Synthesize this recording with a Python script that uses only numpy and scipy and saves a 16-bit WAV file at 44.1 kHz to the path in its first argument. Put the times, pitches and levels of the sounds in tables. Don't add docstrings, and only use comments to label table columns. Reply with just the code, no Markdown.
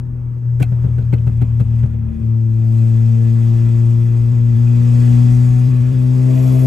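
import sys
import numpy as np
from scipy import signal
from scipy.fft import rfft, irfft
from scipy.io import wavfile
from scipy.ndimage import uniform_filter1d

SR = 44100
rng = np.random.default_rng(int(sys.argv[2]) if len(sys.argv) > 2 else 0)


def dump_mix(stems):
    frames = np.atleast_2d(stems).T
    limited = np.clip(frames, -1, 1)
    pcm = np.round(limited * 32767).astype(np.int16)
    wavfile.write(sys.argv[1], SR, pcm)


def magnitude_from_level(level_db):
    exponent = np.asarray(level_db, float) / 20
    return 10 ** exponent


N = 293706
T = np.arange(N) / SR
OPEN_S, OPEN_OVER_S = 2.15, .05
PORT = np.array([[.5], [-.5]])

# time_s, firing_rate_hz, boom_db, second_order_db
ENGINE = [(0.0, 122.2, -22, -38.5), (0.42, 120.4, -21.5, -47), (0.49, 120.1, -15, -49.5),
          (0.8, 120.7, -15.5, -43.5), (1.3, 117.2, -14, -39.5), (1.84, 115.2, -13, -31.5),
          (1.9, 114.6, -18.5, -34), (2.2, 112, -18.5, -27), (2.3, 112.9, -12.5, -29),
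          (2.5, 112.4, -13.5, -30), (2.75, 113.3, -11, -27.5), (3.15, 114.2, -10.5, -25),
          (3.65, 115.8, -11, -27.5), (3.9, 116.2, -10, -29), (4.1, 116.7, -12, -30.5), (4.5, 118, -11, -28),
          (5.1, 121, -8.5, -21.5), (5.5, 123.1, -9.5, -25), (5.92, 125.7, -12, -28),
          (6.3, 128.4, -11, -22.5), (6.66, 129.2, -10, -22.5)]
MAJOR_ORDERS = [1, 2, 3, 4, 5, 6, 6.5, 7]
# start_s, crack_db, thump_db, crack_colour_hz, boom_sag_db
POPS = [(0.365, -56, -38, 1280, 0.5), (0.424, -53, -38.5, 1400, -3), (0.601, -28.5, -18, 1675, 8.5),
        (0.623, -24.5, -31, 2320, -2), (0.719, -41, -26.5, 1316, -1.5), (0.84, -43, -24.5, 1560, 9),
        (0.876, -47, -30.5, 3200, -3), (0.981, -36.5, -27, 1560, 7), (1.018, -47, -37.5, 3700, -2),
        (1.129, -30.5, -17.5, 2100, 4.5), (1.178, -41, -34.5, 2682, 3), (1.268, -32.5, -24, 1347, 10),
        (1.414, -31.5, -20.5, 1300, 8), (1.6, -31, -22, 1220, 12), (1.831, -38, -23, 1502, 11.5),
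        (1.942, -46, -32.5, 1180, 1.5)]
# centre_hz, width_hz, level_db
PANELS = [(1040, 83, 1.5), (1120, 140, 5.5), (1363, 44, 4.5), (1716, 45, 7), (1953, 39, 7.5), (2100, 50, 4),
          (2500, 200, 6), (3070, 120, 2), (3397, 140, 4), (3650, 60, 2.5)]
# firing_rate_hz, width_hz, lift_db
UNEVEN = (115, 2.7, 7)


def evened(x):
    return x / np.sqrt(np.mean(x ** 2) + 1e-20)


def read(points, hz):
    f, value = np.transpose(points)
    return np.interp(np.log(hz + 1), np.log(f + 1), value)


def columns(rows):
    s, *values = np.transpose(rows)
    return [np.interp(T, s, v) for v in values]


def drift(hz):
    low_pass = signal.butter(2, hz, fs=SR, output="sos")
    return evened(signal.sosfilt(low_pass, rng.standard_normal(N)))


def hump(hz, centre_hz, width_hz, db):
    return db / (1 + (2 * (hz - centre_hz) / width_hz) ** 2)


def ring(x, modes):
    out = np.zeros_like(x)
    for hz, width_hz, db in modes:
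        peak = signal.iirpeak(hz, hz / width_hz, SR)
        once = signal.lfilter(*peak, x)
        out += magnitude_from_level(db) * signal.lfilter(*peak, once)
    return out


def noise(spectrum, patchy_db, boosts=()):
    hz = np.fft.rfftfreq(1024, 1 / SR)
    real, imaginary, patches = rng.standard_normal((N // 256 + 5, 513, 2, 3)).T
    patches = uniform_filter1d(patches[0], 10, 0)
    patches = evened(uniform_filter1d(patches, 12, 1))
    outside = (hz < spectrum[0][0]) | (hz > spectrum[-1][0])
    colour_db = read(spectrum, hz) - 60 * outside
    colour_db += sum(hump(hz, *boost) for boost in boosts)
    z = (real + 1j * imaginary) * magnitude_from_level(colour_db[:, None] + patchy_db * patches)
    return evened(signal.istft(z, nperseg=1024, noverlap=768)[1][:, :N])


def ports(x):
    # frequency_hz, left_over_right_db
    balance = [(25, 4.5), (60, 4.5), (110, 3), (200, 6), (380, 2), (700, -3), (1290, 6.5), (2380, -0.5),
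               (15000, 0.5)]
    # frequency_hz, left_lead_radians
    left_lead = [(10, 1.7), (260, -1.08), (690, -2.5), (950, -2.0), (1400, -5), (1890, -6.0), (3190, -6.0),
                 (8500, -6.5), (9040, -7.5), (10300, -9), (11800, -12), (12400, -15.5), (13800, -15),
                 (15300, -17.5)]
    # frequency_hz, left_right_likeness
    likeness = [(30, .995), (150, 0.93), (300, 0.79), (700, .6), (1200, 0.33), (2200, .93), (3500, 0.88),
                (5000, 0.97), (6000, 1), (8000, 0.98), (15000, 1)]
    hz = np.fft.rfftfreq(x.shape[-1], 1 / SR)
    same = np.clip(read(likeness, hz), 0, 1)
    near, other = rfft(x)
    half = magnitude_from_level(read(balance, hz) / 2) * np.exp(.5j * read(left_lead, hz))
    left = near * half
    right = (same * near + np.sqrt(1 - same ** 2) * other) / half
    return irfft([left, right], x.shape[-1])


def burble(turns, stir_db):
    # time_s, level_db
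    burble_curve = [(0.0, -33.5), (0.47, -41.5), (0.55, -33.5), (0.9, -27.5), (2.2, -27.5), (2.4, -39.5),
                    (2.6, -43)]
    thirds_db = {1: -12.5, 2: 1, 4: -10, 5: -18}
    fade = np.clip((2.7 - T) / 0.05, 0, 1)
    level = magnitude_from_level(columns(burble_curve)[0] + stir_db) * fade
    thirds = np.zeros((2, N))
    for k, db in thirds_db.items():
        phase = 2 * np.pi * (k * turns / 3 + .12 * drift(7) + rng.random((2, 1)))
        thirds += np.sqrt(2) * level * magnitude_from_level(db) * np.cos(phase)
    return thirds


def upper_levels(hz, load_db):
    # level_db (at -50 dB load), gain_db_per_load_db, shut_throttle_loss_db
    upper_orders = [(-41.5, 0, 11.5), (-48, 0.35, 8), (-56, 0.6, 4.5), (-55, 1.5, 7.5), (-59, 1.15, 4),
                    (-60, .7, 3.5)]
    # centre_hz, width_hz, lift_db
    cabin = [(342, 3, 5.5), (342.2, 1.1, -16), (347, 5.8, 5.5), (388, 7.4, 7), (457.6, 1.3, 7),
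             (482, 6.1, 7), (492, 12, -10), (519, 15, 9), (567, 11, 5.5), (583, 4, -8.5), (648, 23, 16),
             (678, 5.6, 16.5), (734, 20, 3.5), (740, 8, 6.5)]
    shut = (1 - np.tanh((T - OPEN_S + .03) / OPEN_OVER_S)) / 2
    levels_db = []
    for k, (db, follows, lost_db) in zip(MAJOR_ORDERS[2:], upper_orders):
        if k % 1:
            lift_db = hump(hz, *UNEVEN)
        else:
            near = [mode for mode in cabin if abs(mode[0] / k - 121) < 14]
            lift_db = sum(hump(k * hz, *mode) for mode in near)
        levels_db.append(db + follows * (load_db + 50) - lost_db * shut + (1 - shut) * lift_db)
    return levels_db


def major_orders(hz, load_db, turns, gain_db, hurry):
    throb = {3: (8.5, 6.245, 0.97), 4: (8.5, 6.36, 0.46), 5: (11.5, 6.43, 1)}
    # left_over_right_db, left_lead_radians
    order_side = [(4, 0.08), (13.5, 0.6), (5.5, -0.8), (1.5, -1.27), (2.5, -1.8), (3, 3.5), (-1, 2.24),
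                  (3.5, -2.2)]
    levels_db = columns(ENGINE)[1:] + upper_levels(hz, load_db)
    levels_db[0] += gain_db
    slide = np.clip(0.47 + 0.33 * (hz - 114), 0, np.pi)
    out = np.zeros((2, N))
    for k, db, (side_db, lead) in zip(MAJOR_ORDERS, levels_db, order_side):
        offset = slide if k == 2 else 1.41 * (k - 1)
        phase = 2 * np.pi * (k * turns + (k == 1) * hurry) + PORT * lead + offset
        wave = np.cos(phase)
        if k in throb:
            per_s, null_s, depth = throb[k]
            onset = np.clip((T - 5.9) / 0.7, 0, 1)
            wave -= depth * onset * np.cos(phase + 2 * np.pi * per_s * (T - null_s))
        flutter_db = .23 * k * drift(39) + 0.49 * (k - 0.5) * drift(4)
        side = magnitude_from_level(PORT * side_db)
        out += np.sqrt(2) * magnitude_from_level(db + flutter_db) * side / side.mean() * wave
    return out


def minor_orders(hz, load_db, turns):
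    minor = [.5, 1.5, 2.5, 3.5, 4.5, 5.5, 7.5, 8, 9]
    # level_db (at -48.5 dB load), left_over_right_db, left_lead_radians
    minor_levels = [(-40, 4, -1), (-40.5, 3.1, 0), (-47, 4.4, -2), (-55, 5.8, -1.5), (-59.5, 1, 1),
                    (-60, 5, -1.2), (-66.5, 1.8, -4), (-62.5, 2.6, -1.5), (-65.5, 1.8, -2)]
    growl_db = 2 * np.maximum(hz - 125.5, 0)
    out = np.zeros((2, N))
    for k, (db, side_db, lead) in zip(minor, minor_levels):
        level_db = db + .8 * (load_db + 48.5) + (k > 2) * growl_db + 0.89 * drift(5.5)
        level_db += (k in (5.5, 7.5)) * (T > OPEN_S) * hump(hz, *UNEVEN)
        phase = 2 * np.pi * (k * turns + 0.021 * drift(6.3) + rng.random()) + PORT * lead
        out += np.sqrt(2) * magnitude_from_level(level_db + PORT * side_db) * np.cos(phase)
    return out


def rasp(turns):
    fired = np.diff(np.floor(turns), prepend=0) > 0
    alternate_db = 3.0 * (np.floor(turns) % 2)
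    knocks = fired * magnitude_from_level(alternate_db + 4.0 * rng.standard_normal((2, N)))
    return evened(sum(magnitude_from_level(3.8 * drift(3.4)) * ring(knocks, [mode]) for mode in PANELS))


def engine_roar(load_db):
    # frequency_hz, density_db_per_hz
    roar_spectrum = [(60, -15), (150, -5), (300, -9.5), (500, -13), (800, -22), (1200, -21.5), (1500, -27),
                     (2400, -27.5), (3500, -33), (5000, -48)]
    return magnitude_from_level(load_db + 8) * noise(roar_spectrum, 1.4, PANELS)


def intake_hiss(hiss_db):
    # frequency_hz, density_db_per_hz
    hiss_spectrum = [(2500, -23), (4000, -3.5), (5000, 0.5), (5800, -2), (6800, 0.5), (8000, -1.5),
                     (9500, -2), (10500, -13), (14000, -12), (15500, -7)]
    # frequency_hz, density_db_per_hz
    top_spectrum = [(9500, -29), (10500, 1), (11700, -1.5), (12600, -1), (13500, -23)]
    swell_db = 11 * (1 + np.tanh((T - 6.34) / 0.028)) / 2
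    top_db = -62.5 + 0.76 * (hiss_db + 54) + swell_db
    hiss = magnitude_from_level(hiss_db) * noise(hiss_spectrum, 1.5) + magnitude_from_level(top_db) * noise(top_spectrum, 1.5)
    return magnitude_from_level(0.99 * drift(32)) * hiss


def engine():
    # time_s, load_db, intake_hiss_db
    load_curve = [(0.0, -71, -78.5), (0.31, -75.5, -76.5), (0.55, -67, -67.5), (0.78, -60, -65.5),
                  (1.69, -57, -64.5), (1.8, -54.5, -62), (1.98, -63.5, -73), (2.26, -58.5, -67),
                  (2.45, -60, -64.5), (2.8, -52, -56), (3.62, -48.5, -54), (3.99, -51, -56.5),
                  (4.47, -51, -57), (5.05, -43.5, -48), (5.51, -47, -50), (5.69, -46.5, -51.5),
                  (5.9, -47, -54.5), (6.1, -48, -52.5), (6.5, -43, -47), (6.66, -44.5, -49)]
    hz = columns(ENGINE)[0]
    load_db, hiss_db = columns(load_curve)
    gain_db, hurry, shift, stir_db = stumble()
    turns = np.cumsum(hz) / SR + shift + 0.0038 * drift(22)
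    orders = major_orders(hz, load_db, turns, gain_db, hurry) + minor_orders(hz, load_db, turns)
    breath = 1 + 0.092 * np.cos(2 * np.pi * turns)
    breathing = breath * (engine_roar(load_db) + intake_hiss(hiss_db))
    return orders + ports(burble(turns, stir_db) + magnitude_from_level(load_db - 10.0) * rasp(turns) + breathing)


def road():
    # frequency_hz, density_db_per_hz
    road_spectrum = [(15, -47), (25, -22), (31, -10), (40, 1.5), (65, 0.5), (100, -10.5), (160, -8),
                     (250, -14), (400, -21), (700, -29.5), (1000, -29), (1500, -37.5), (2500, -48),
                     (4000, -61), (16000, -59)]
    level_db = -34 + 0.05 * (columns(ENGINE)[0] - 120.5) + 1.5 * drift(1)
    return magnitude_from_level(level_db) * ports(noise(road_spectrum, 1.9))


def stumble():
    # time_s, skip_cycles, dip_db
    skips = [(4.331, .18, 1.5), (4.555, -.18, 0), (5.69, .25, 1.5), (5.81, -.15, -0.5), (5.928, 0.27, 4)]
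    gain_db, hurry, shift, stir_db = np.zeros((4, N))
    for s, _, thump_db, _, sag_db in POPS:
        swell_db = 0.2339 * (thump_db + 40.5)
        gain_db += swell_db * np.exp(-((T - s - .014) / .013) ** 4)
        after = np.maximum(T - s - .03, 0)
        gain_db -= sag_db * (1 - np.exp(-after / 0.0011)) * np.exp(-after / 0.026)
        since = np.maximum(T - s, 0)
        hurry += 0.065 * swell_db * (1 - np.exp(-since / 0.016)) * np.exp(-since / 0.053)
        stir_db += .8 * sag_db * (1 - np.exp(-since / 0.036)) * np.exp(-since / 0.057)
    for s, cycles, dip_db in skips:
        shift += cycles * (1 + np.tanh((T - s) / .011)) / 2
        gain_db -= dip_db * np.exp(-((T - s - .005) / 0.013) ** 2)
    gain_db -= 19 * np.exp(-((T - OPEN_S) / OPEN_OVER_S) ** 2)
    return gain_db, hurry, shift, stir_db


def pops():
    # centre_hz, width_hz, level_db
    pipe_modes = [(740, 130, 3.5), (1520, 180, -4.5), (2100, 62, -9.5), (2580, 70, -7.5),
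                  (3200, 130, -13.5), (3860, 120, -15.5), (4220, 88, -14.5)]
    # centre_hz, width_hz, level_db
    thump_modes = [(193, 99, 3), (257, 140, -1.5), (373, 190, -6.5)]
    crack, body, fizz, thump = np.zeros((4, 2, N))
    t = np.arange(round(.2 * SR)) / SR
    late = np.maximum(t - .012, 0)
    for s, crack_db, thump_db, hz, _ in POPS:
        start = round((s - .003) * SR)
        at = slice(start, start + len(t))
        puff, push, lumps = rng.standard_normal((3, 2, len(t)))
        ragged_db = 3.5 * evened(uniform_filter1d(lumps[0], 130))
        rise_s = np.clip(0.00088 * (-30.5 - crack_db), .0015, .014)
        puff *= magnitude_from_level(crack_db + ragged_db - 60 * late / 0.05) * np.minimum(t / rise_s, 1)
        crack[:, at] += magnitude_from_level(0.5 * (crack_db + 24)) * puff
        body[:, at] += ring(puff, [(hz, 0.32 * hz, 0)])
        fizz[:, at] += magnitude_from_level(0.58 * (crack_db + 19.5)) * puff
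        thump[:, at] += magnitude_from_level(thump_db - 60 * late / 0.1) * np.minimum(t / 0.005, 1) * push
    wide_band = signal.butter(2, [300, 3200], "bandpass", fs=SR, output="sos")
    fizz_band = signal.butter(2, [2500, 13000], "bandpass", fs=SR, output="sos")
    wide = signal.sosfilt(wide_band, crack)
    fizz = signal.sosfilt(fizz_band, fizz)
    cracks = magnitude_from_level(7.5) * ring(crack, pipe_modes) + magnitude_from_level(-3.5) * wide + magnitude_from_level(1.2) * body
    return ports(cracks + magnitude_from_level(-10) * fizz + magnitude_from_level(19) * ring(thump, thump_modes))


def scene():
    return engine() + road() + pops()


def band_limit(x):
    return signal.sosfilt(signal.butter(12, 15780, fs=SR, output="sos"), x)


def record(dry):
    roll_off = signal.butter(4, 26.7, "highpass", fs=SR, output="sos")
    heard = signal.sosfilt(roll_off, dry)
    return band_limit(heard)


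dry = scene()
out = record(dry)
dump_mix(out)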